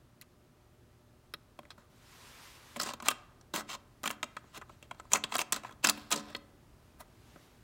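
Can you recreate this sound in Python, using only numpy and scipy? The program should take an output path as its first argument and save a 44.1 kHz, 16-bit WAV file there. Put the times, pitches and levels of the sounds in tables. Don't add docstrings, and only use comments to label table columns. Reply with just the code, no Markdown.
import sys
import numpy as np
from scipy import signal
from scipy.io import wavfile
from scipy.ndimage import uniform_filter1d

SR = 44100
rng = np.random.default_rng(int(sys.argv[2]) if len(sys.argv) > 2 else 0)


def wav_out(sig):
    wavfile.write(sys.argv[1], SR, np.round(np.clip(np.atleast_2d(sig).T, -1, 1) * 32767).astype(np.int16))


N = 336478

# frequency_hz, density_db
AIR_SPECTRUM = [(12, -39), (20, -5), (127, -5.5), (198, -14.5), (228, -11.5), (328, -15), (367, -14.5),
                (558, -22), (607, -20.5), (759, -21.5), (1220, -24.5), (1860, -28), (2200, -30),
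                (16000, -41.5)]
# time_s, level_db
AIR_DRIFT = [(0.0, -1.5), (7.63, 1.5)]
# pitch_hz, level_db
MAINS_HUM = [(118.4, -72.5), (242.2, -76.5), (360.7, -78.5), (597.5, -79.5), (1200, -87.5), (1319, -86.5)]
# start_s, pins_db, shell_db, clips_db, tick_db, thud_db, shell_pitch_hz, pin_pitch_hz, rise_s
KNOCKS = [(0.213, -46.5, -5, -7.0, 3, -25, 1990, 3990, 0.00012),
          (0.2198, -50.5, -11, -3, -3.0, -17, 1700, 2150, 0.00027),
          (1.3376, -33, -2.5, -22, -8.5, -11.5, 1550, 3800, 0.0017),
          (1.589, -45.5, 6.5, -14, -11, 4, 640, 2110, 0.0014),
          (1.631, -64, 8.0, -12.0, -10.0, 9, 1720, 2700, 0.0011),
          (1.6523, -55.5, 2, -12, -16.0, 5, 1700, 2110, 0.0007),
          (1.7042, -43.5, -2.5, -10.0, -19.0, -23, 1710, 4100, 0.00057),
          (1.777, -64, 12.0, -9.0, -3, 13.5, 990, 2470, 0.0035),
          (2.761, -36.5, -1.5, -11, -16, -7.5, 620, 2390, 0.00051),
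          (2.768, -48.5, -4.0, 5, 5, 11.5, 640, 2580, 0.00029),
          (2.797, -26, -2, -10, -14, -13.5, 1650, 5400, 0.0038),
          (2.8119, -32, -6, 0, -14.0, -12, 1090, 5100, 0.0021),
          (2.819, -38.5, -8, 1, 3.0, -4, 750, 4960, 0.0018),
          (2.831, -38, -3, 8.5, -3, -2, 1650, 5390, 0.0027),
          (2.857, -43.5, 6, 2.0, -9, 1.5, 1650, 4960, 0.0051),
          (2.8726, -39.5, 1.5, -6, -6, -3.5, 1060, 2370, 0.00099),
          (2.8904, -34.5, 0.5, -6, -17, -8, 970, 2350, 0.00043),
          (2.9082, -51, 16, -7, -11.0, -2, 960, 4320, 0.00044),
          (2.9347, -38.5, 4, -2, -6.5, -3, 980, 3410, 0.0026),
          (3.0002, -45.0, 6, -2.5, -30, -3, 1260, 2560, 0.002),
          (3.023, -45.5, 8, 1, -3.0, 2.5, 1020, 3060, 0.0022),
          (3.0579, -43, 6.5, 3, -6.5, -12, 1220, 3380, 0.0028),
          (3.0672, -37.5, 2.5, -13, -23, -22.5, 1000, 2110, 0.00031),
          (3.084, -18.5, -2, 4.5, -4, -17.5, 1210, 2930, 0.00081),
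          (3.1001, -36, 0.5, -3.0, 0, -15.5, 1030, 2810, 0.0065),
          (3.1099, -32.5, 2, -11.0, -12, -8.5, 1340, 2670, 0.0039),
          (3.41, -58.0, 0.0, -0.5, -13, -8, 1390, 5400, 0.0017),
          (3.537, -34, 0.5, -5, -12.5, 3.5, 1280, 3930, 0.0016),
          (3.5596, -31.5, -2.5, -3.0, -2, -13.0, 1210, 2300, 0.0015),
          (3.577, -40.5, 6, -3.0, -17.0, 4.5, 1220, 3270, 0.0007),
          (4.033, -43, -2.0, -7, 3, 2, 1115, 3960, 0.00032),
          (4.0388, -36, 5, 0.5, -8.0, -15, 1260, 2710, 0.00069),
          (4.0556, -29.5, 1.5, -8, -8.0, -7.5, 1270, 2110, 0.0035),
          (4.0753, -26.0, -2.5, -3.5, -9, -16.0, 1560, 2990, 0.00092),
          (4.094, -47, -8.0, 0.0, 4, -2, 1240, 2680, 0.0015),
          (4.103, -30, 0, -12.0, -12, -17, 1380, 2580, 0.001),
          (4.11, -40, 1, 4.5, 4, -12, 1370, 2520, 0.00086),
          (4.229, -26.5, -2, -6.5, -27, -12.0, 1990, 2100, 0.00084),
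          (4.24, -42.5, -1, 2, -13, -2, 1060, 4050, 0.00059),
          (4.3652, -40.5, 8, -8, -23, -5, 1440, 2650, 0.0029),
          (4.4411, -69.5, 15.5, -2.0, -7.5, 12, 1000, 3380, 0.001),
          (4.56, -47.5, 4, -9, -12.5, -5.5, 940, 2790, 0.0011),
          (4.5751, -44.5, -2, -5.5, -4, 1.5, 1320, 2520, 0.0012),
          (4.612, -52.0, 10.0, -4.0, -16.0, -10.5, 1260, 2120, 0.003),
          (4.6177, -54.5, 14.5, -7, -27.0, -7, 1220, 2100, 0.0027),
          (4.6922, -57.0, 11.5, -8.0, -15, 5, 1205, 2520, 0.0045),
          (4.8264, -44.5, -7, -6.5, -12, -5.5, 1230, 2520, 0.00088),
          (4.9102, -39.5, 7, -10, -19, -12.5, 980, 2510, 0.0017),
          (4.9448, -61.5, 8.5, -4.5, -15, 1, 950, 3240, 0.0021),
          (4.9972, -50, 11.5, 3, -16, -5.5, 1240, 2730, 0.0024),
          (5.0522, -68.5, 17, 2, -6, 7.5, 990, 2110, 0.001),
          (5.1168, -34.5, -1.5, -0.5, -15, -7, 1010, 2870, 0.0033),
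          (5.1322, -21.5, 1, 10.0, -2.5, -18, 1130, 2980, 0.0024),
          (5.147, -42.5, 12.0, 7.5, -3.0, 6.5, 1230, 2790, 0.0045),
          (5.1564, -25.0, -4, -8.0, -18, -21.5, 1990, 2570, 0.0022),
          (5.171, -53, 12, 14.5, 11, 2, 1260, 2510, 0.0014),
          (5.2377, -23.5, -14, -12, -23, -18, 1340, 3100, 0.0016),
          (5.3204, -32.0, 2.5, -8, -25, -11, 1200, 3130, 0.0026),
          (5.3401, -34.5, 0, -3.0, -12.0, -13, 1430, 2290, 0.0017),
          (5.3528, -25.5, 2.5, -11.5, -6.5, -23, 930, 3350, 0.002),
          (5.365, -40.5, 0, 13, -12.0, -8.0, 1370, 4090, 0.0015),
          (5.381, -32, -12.5, -8, -0.5, -15, 1830, 2630, 0.0029),
          (5.3909, -22, -5, -7.5, -20, -21.0, 1000, 2110, 0.0005),
          (5.4013, -35, 3.5, -4.0, -7.0, -10, 713, 2610, 0.0014),
          (5.4146, -30, -0.5, 2, -12, -7, 990, 2570, 0.001),
          (5.523, -30.5, 1.5, 10.5, 6, -16.5, 1420, 2400, 0.00067),
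          (5.5406, -34.5, -6.5, -1, -15.0, -12.0, 1250, 4430, 0.0027),
          (5.5612, -34.5, 0.5, -2, -7, -6.5, 1310, 3900, 0.0019),
          (5.633, -45.5, 4, -7, -17, -0.5, 820, 2290, 0.0031),
          (5.6471, -45, 13, -17, -30.0, -23, 940, 2190, 0.00057),
          (5.6925, -54, 9.5, -4.5, -16.0, -4, 1070, 2390, 0.00035),
          (5.7069, -54.0, 8.5, -6, -10, 0.5, 1030, 2440, 0.0041),
          (5.722, -53.5, 3, -3, -12.0, -1.0, 1250, 3400, 0.0024),
          (5.836, -43, 0, 2, -4, -2, 1040, 2630, 0.00067),
          (5.8424, -22.5, -4.5, -1.5, -9, -53, 1450, 2650, 0.00017),
          (5.8449, -21.5, 3.0, 2.5, -7, -6.5, 1440, 2670, 0.0026),
          (5.8701, -19, -9.0, -7.5, -8, -22, 1010, 5390, 0.0015),
          (5.8871, -23, -3.5, 0.5, -14, -21, 1550, 2560, 0.0015),
          (5.8958, -18.5, -8.5, -3.5, -1, -27, 950, 4300, 0.0009),
          (5.972, -46.5, 1.5, -11, -6, 3, 990, 2630, 0.0051),
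          (6.1048, -44, 5, -9, 6, -8.5, 1270, 3170, 0.0025),
          (6.1157, -26.0, -8, 1.5, -10.0, -24.0, 1000, 3150, 0.00042),
          (6.1214, -29, -6, 9, -3, -13, 1230, 3010, 0.0035),
          (6.1351, -36, 1, -1, -8.0, -7, 1020, 2520, 0.0063),
          (6.1594, -38.5, -6, 8.0, -12.0, 4.5, 1120, 4790, 0.002),
          (6.174, -39.5, -1, -4, -15, 3, 670, 5210, 0.0024),
          (6.2984, -57, 6, -2.0, -3, 10, 1320, 2110, 0.0054),
          (6.3481, -31.0, -4, -16, -24, -5, 2000, 3560, 0.0014),
          (6.3607, -47.5, 0, -4, -5.5, -8, 1030, 4890, 0.0041),
          (7.0031, -54.5, 8.0, -11, 6, 4.5, 880, 3565, 0.0032),
          (7.36, -66, 19, -5.0, -7.0, 19.5, 814, 2340, 0.00015)]
# start_s, rise_s, hold_s, fall_s, pins_db, shell_db, clips_db, tick_db, pin_pitch_hz
SCRAPES_AND_RATTLES = [(.219, .002, 0.0046, 0.024, -64, -1, -9, -10, 3000),
                       (1.704, 0.0023, 0.0073, 0.023, -55.5, -5, -15, -18, 4000),
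                       (1.775, 0.0056, 0.013, 0.14, -73, 6.5, -3, -9, 3000),
                       (2.747, 0.018, 0.0018, 0.037, -50.5, 0.5, -9.5, -16.5, 2700),
                       (2.787, 0.0075, 0.11, 0.054, -47.5, 0.5, -3.5, -14.5, 5000),
                       (3.019, 0.046, 0.015, 0.0057, -43.5, 4.5, -6, -9, 3400),
                       (3.1, 0.011, 0.0043, 0.016, -37.5, -2, -8.5, -14, 3000),
                       (3.13, .005, .03, 0.3, -68, 4.5, -6, -21.5, 3000),
                       (3.534, 0.0052, 0.033, 0.039, -43, 3.5, -1.5, -5, 3500),
                       (3.565, 0.016, 0.027, 0.022, -49.5, 7, 0, -7, 3500),
                       (3.67, 0.025, 0.055, 0.018, -45, -1, -5.5, -14, 3000),
                       (4.031, 0.025, 0.015, 0.017, -45, -1, -2, -6, 3300),
                       (4.086, 0.013, 0.029, .04, -59, 6.5, -4, -10, 3000),
                       (4.229, 0.0012, 0.0025, 0.012, -40.5, 2, -6, -18, 2300),
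                       (4.52, 0.028, 0.036, 0.014, -54, 2, -6, -9, 3000),
                       (5.101, 0.024, 0.0056, .005, -47, 3.5, 0, -3.5, 3000),
                       (5.143, 0.0025, 0.017, 0.027, -40.5, 7, 1, -8, 2700),
                       (5.238, .002, 0.0057, 0.016, -47.5, 3, 1.5, -22, 3300),
                       (5.29, 0.056, 0.012, 0.011, -44.5, 6, 0, -8, 3300),
                       (5.368, 0.026, 0.024, 0.016, -39.5, -3.5, -5, -6, 3000),
                       (5.522, 0.001, 0.0054, 0.017, -34, -3.5, 4, -7, 4000),
                       (5.541, 0.0057, 0.017, 0.056, -48.5, 1, -3, -13, 3300),
                       (5.621, .03, 0.021, 0.083, -59.5, 4.5, -7, -14, 2400),
                       (5.827, 0.021, 0.0081, 0.031, -31, -2, -7.5, -14, 3000),
                       (5.865, 0.016, 0.024, .015, -40.5, 0.5, -14.5, -12, 4300),
                       (5.917, .01, 0.074, 0.27, -58.5, -1.5, -9.5, -11.5, 4800),
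                       (6.103, 0.019, 0.0072, 0.027, -31, -1.5, -5, -8, 3500),
                       (6.144, 0.013, 0.041, 0.044, -48.5, -1, -4, -16, 4800),
                       (6.21, .02, .1, .03, -59.5, 1.5, -12, -18, 4000),
                       (6.98, 0.021, .012, 0.028, -63.5, 9, 0.5, 3, 3500)]
# pitch_hz, level_db, t60_s
PIN_MODES = [(2300, 1, 0.0091), (2670, 0.5, .012), (2820, -11.5, 0.015), (3264, -2.5, 0.019),
             (3810, 5.5, 0.0059), (4300, -4, 0.019), (4893, -1.5, 0.013), (5360, -3.5, 0.016)]
SHELL_MODES = [(676, -7.5, .025), (730, -5.5, .025), (904, -10.5, .02), (1040, 0.5, .025),
               (1260, -3.5, 0.039), (1494, 1.5, 0.013), (1648, -4.5, 0.018), (1961, -2.5, 0.026)]
CLIP_MODES = [(5980, -5, 0.0066), (6290, -4.5, 0.0083), (7094, 0, 0.0057), (7680, -4, 0.0063),
              (8160, -5, .007), (8260, -7, 0.0051)]
TICK_MODES = [(9710, 6.5, 0.0026), (10740, 4.5, 0.0013), (12300, 4.5, 0.0017), (13200, -1.5, 0.0043),
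              (15200, 3, .003)]
THUD_MODES = [(151, -1, 0.044), (235, -4, 0.14), (321, -1, 0.047), (432.4, -4, 0.044), (581, -1.5, 0.073)]
PANEL_MODES = [(212.4, -3, 0.62), (293, -4.5, 0.7), (421.5, -13, 0.58), (562, -11, 0.69), (737, -9, 0.54),
               (1030, -11.5, 0.413), (1270, -5, .25)]
PARTS = [PIN_MODES, SHELL_MODES, CLIP_MODES, TICK_MODES, THUD_MODES]
FADE_END_DB = [-26, -18.5, -30, -29.5, -12.5]
# frequency_hz, t60_s
WALL_DECAY = [(200, 1), (1000, 0.67), (4000, 0.34), (12000, 0.15)]
# start_s, rise_s, hold_s, fall_s, level_db
ARM_REACHES = [(1.9, 0.23, .15, .3, -58.5), (2.2, 0.24, .05, .35, -57.5), (2.55, .15, 0.07, .06, -62),
               (6.75, .12, .03, .12, -74), (7.05, 0.23, 0.17, 0.23, -66.5)]
# frequency_hz, density_db
CLOTH_SPECTRUM = [(240, -39), (400, -3), (588, -2), (636, -7.5), (1060, 3), (1140, 0), (4510, -5),
                  (15000, -16), (16000, -24)]
# start_s, level_db
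PANEL_SHOVES = [(3.538, -45), (4.058, -49), (5.136, -43), (5.354, -57), (5.524, -50), (5.86, -39.5),
                (6.125, -37.5), (6.351, -53.5)]
# start_s, rise_s, hold_s, fall_s, level_db
FINGER_SHIFTS = [(4.25, .04, .03, .05, -73), (4.35, .03, .005, 0.027, -66), (4.42, 0.042, 0.055, .12, -72),
                 (4.66, .06, 0.011, .07, -67), (4.82, 0.017, .005, 0.022, -64.5),
                 (4.97, .025, .005, 0.015, -63.5), (5.03, .03, .05, .03, -78)]
# frequency_hz, density_db
SKIN_SPECTRUM = [(800, -7.5), (2000, -0.5), (4000, 0.5), (5500, -5.5), (7000, -3), (8100, -5.5),
                 (9500, -21.5), (15000, -17.5)]


def gain_of(db):
    return 10 ** (np.asarray(db) / 20)


def unit_rms(x):
    return x / np.sqrt(np.mean(x ** 2) + 1e-20)


def value_at(points, hz):
    table_hz, value = np.transpose(points)
    return np.interp(np.log(hz + 1), np.log(table_hz + 1), value)


def add(mix, start_s, sound):
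    part = mix[round(start_s * SR):][:len(sound)]
    part += sound[:len(part)]


def patchy_noise(spectrum, patchy_db, size):
    hop = size // 4
    real, imag, patches = rng.standard_normal((N // hop + 5, size // 2 + 1, 3)).T
    patches = unit_rms(uniform_filter1d(uniform_filter1d(patches, size=12, axis=0), size=10, axis=1))
    shape_db = value_at(spectrum, np.fft.rfftfreq(size, 1 / SR))[:, None]
    spectra = (real + 1j * imag) * gain_of(shape_db + patchy_db * patches)
    return unit_rms(signal.istft(spectra, nperseg=size, noverlap=size - hop)[1][:N])


def ring(modes, spot, size, detune=.025, uneven_db=1.8, favoured_hz=None, focus_db=17.0):
    hz, db, t60 = np.transpose(modes)[:, :, None]
    strength, shift = spot[:len(modes), None], spot[-len(modes):, None]
    if favoured_hz:
        db = db - focus_db * abs(np.log2(hz / favoured_hz))
    t = np.arange(size) / SR
    decay = np.sign(strength * shift) * gain_of(db + uneven_db * strength - 60 * t / t60)
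    return (decay * np.sin(2 * np.pi * hz * (1 + detune * shift) * t)).sum(0)


def stroke(t, start, rise, hold, fall, start_db=-14, end_db=-14):
    corners = start + np.cumsum(np.maximum([0, rise, hold, fall], 0))
    return gain_of(np.interp(t, corners, [start_db, 0, 0, end_db], left=-120, right=-120))


def brushing(rows):
    t = np.arange(N) / SR
    return uniform_filter1d(sum(gain_of(db) * stroke(t, *shape) for *shape, db in rows), size=300)


def room_tone(air_db=-61.5):
    t = np.arange(N) / SR
    wavers = unit_rms(uniform_filter1d(rng.standard_normal((len(MAINS_HUM), N)), size=8000, axis=1))
    hum = sum(np.sqrt(2) * gain_of(db + 0.9 * waver) * np.sin(2 * np.pi * (hz * t + rng.random()))
              for (hz, db), waver in zip(MAINS_HUM, wavers))
    drift_db = np.interp(t, *np.transpose(AIR_DRIFT))
    return hum + gain_of(air_db + drift_db) * patchy_noise(AIR_SPECTRUM, patchy_db=.3, size=2048)


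def knocks(chatter_t60_s=.014, settle_db=-21, settle_t60_s=.055):
    out, t = np.zeros(N), np.arange(2500) / SR
    all_spots = rng.standard_normal((len(KNOCKS), len(PARTS), 3, 16))
    rattles = rng.standard_normal((len(KNOCKS), 3, len(t)))
    for (start, db, *shares_db, shell_hz, pin_hz, rise), part_spots, rattle in zip(KNOCKS, all_spots, rattles):
        rise = max(rise, 1 / SR)
        after = np.maximum(t - rise, 0)
        chatter = gain_of(-60 * after / (chatter_t60_s + 2.5 * rise))
        settling = gain_of(settle_db - 60 * after / settle_t60_s)
        drive = rattle * np.minimum(t / rise, 1) * (chatter + settling)
        drive[:, round(.7 * rise * SR)] = 6.5
        pitches = [pin_hz, shell_hz, None, None, None]
        for modes, share_db, hz, spots in zip(PARTS, [0, *shares_db], pitches, part_spots):
            body = np.array([ring(modes, spot, size=2500, favoured_hz=hz) for spot in spots])
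            sound = signal.fftconvolve(drive, body, axes=1).sum(0)
            peak = np.sqrt(2 * uniform_filter1d(sound ** 2, size=80).max())
            add(out, start, gain_of(db + share_db) * sound / peak)
    return out


def scrapes_and_rattles(spot_count=6, contacts_per_s=3000, spread_db=2.5, shell_hz=1150):
    out, t = np.zeros(N), np.arange(round(.4 * SR)) / SR
    for start, rise, hold, fall, db, shell_db, clips_db, tick_db, pin_hz in SCRAPES_AND_RATTLES:
        force = gain_of(spread_db * np.minimum(rng.exponential(1, len(t)), 4))
        force *= rng.choice([-1, 1], len(t))
        contacts = unit_rms(force * (rng.random(len(t)) < contacts_per_s / SR))
        at_spot = rng.integers(0, spot_count, len(t)) == np.arange(spot_count)[:, None]
        thud_db = shell_db - 13
        shares_db = [0, shell_db, clips_db, tick_db, thud_db]
        pitches = [pin_hz, shell_hz, None, None, None]
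        for modes, share_db, hz, end_db in zip(PARTS, shares_db, pitches, FADE_END_DB):
            body = np.array([ring(modes, spot, size=1500, favoured_hz=hz, focus_db=6.0)
                             for spot in rng.standard_normal((spot_count, 16))])
            body /= np.linalg.norm(body, axis=1, keepdims=True)
            drive = at_spot * contacts * stroke(t, 0, rise, hold, fall, start_db=-28, end_db=end_db)
            add(out, start, gain_of(db + share_db) * signal.fftconvolve(drive, body, axes=1).sum(0))
    return out


def wall_echo(sound):
    taps = np.zeros(SR // 2)
    slots = np.arange(200, len(taps) - 20, 20)
    taps[slots + rng.integers(0, 20, len(slots))] = rng.choice([-1., 1.], len(slots))
    hz, t, spectra = signal.stft(taps, SR, nperseg=256)
    decay = gain_of(-60 * t / value_at(WALL_DECAY, hz)[:, None])
    tail = signal.istft(spectra * decay, SR, nperseg=256)[1]
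    return signal.fftconvolve(sound, tail / np.linalg.norm(tail))[:N]


def sleeve():
    return brushing(ARM_REACHES) * patchy_noise(CLOTH_SPECTRUM, patchy_db=1.0, size=512)


def front_panel(swell_s=.005):
    out, spots = np.zeros(N), rng.standard_normal((len(PANEL_SHOVES), 16))
    swell = np.minimum(np.arange(SR // 2) / (swell_s * SR), 1)
    for (start, db), spot in zip(PANEL_SHOVES, spots):
        ringing = ring(PANEL_MODES, spot, size=SR // 2, detune=0.00099, uneven_db=2.0)
        add(out, start, gain_of(db) * swell * ringing)
    return out


def fingers():
    return brushing(FINGER_SHIFTS) * patchy_noise(SKIN_SPECTRUM, patchy_db=3.5, size=512)


def scene(echo_db=-21, closest_until_s=2.0, closest_echo_db=-8):
    bass_cut = signal.butter(3, 170.0, "high", fs=SR, output="sos")
    near = signal.sosfilt(bass_cut, knocks() + scrapes_and_rattles())
    to_walls = near * gain_of(echo_db + closest_echo_db * (np.arange(N) < closest_until_s * SR))
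    return (near + wall_echo(to_walls) + front_panel() + sleeve() + fingers() + room_tone())[None]


def record(dry, low_cut_hz=36.0, band_limit_hz=16000):
    thinned = signal.sosfilt(signal.butter(2, low_cut_hz, "high", fs=SR, output="sos"), dry)
    lowpass = signal.firwin(511, band_limit_hz, window=("kaiser", 9), fs=SR)
    return signal.oaconvolve(thinned, lowpass[None], "same")


dry = scene()
out = record(dry)
wav_out(out)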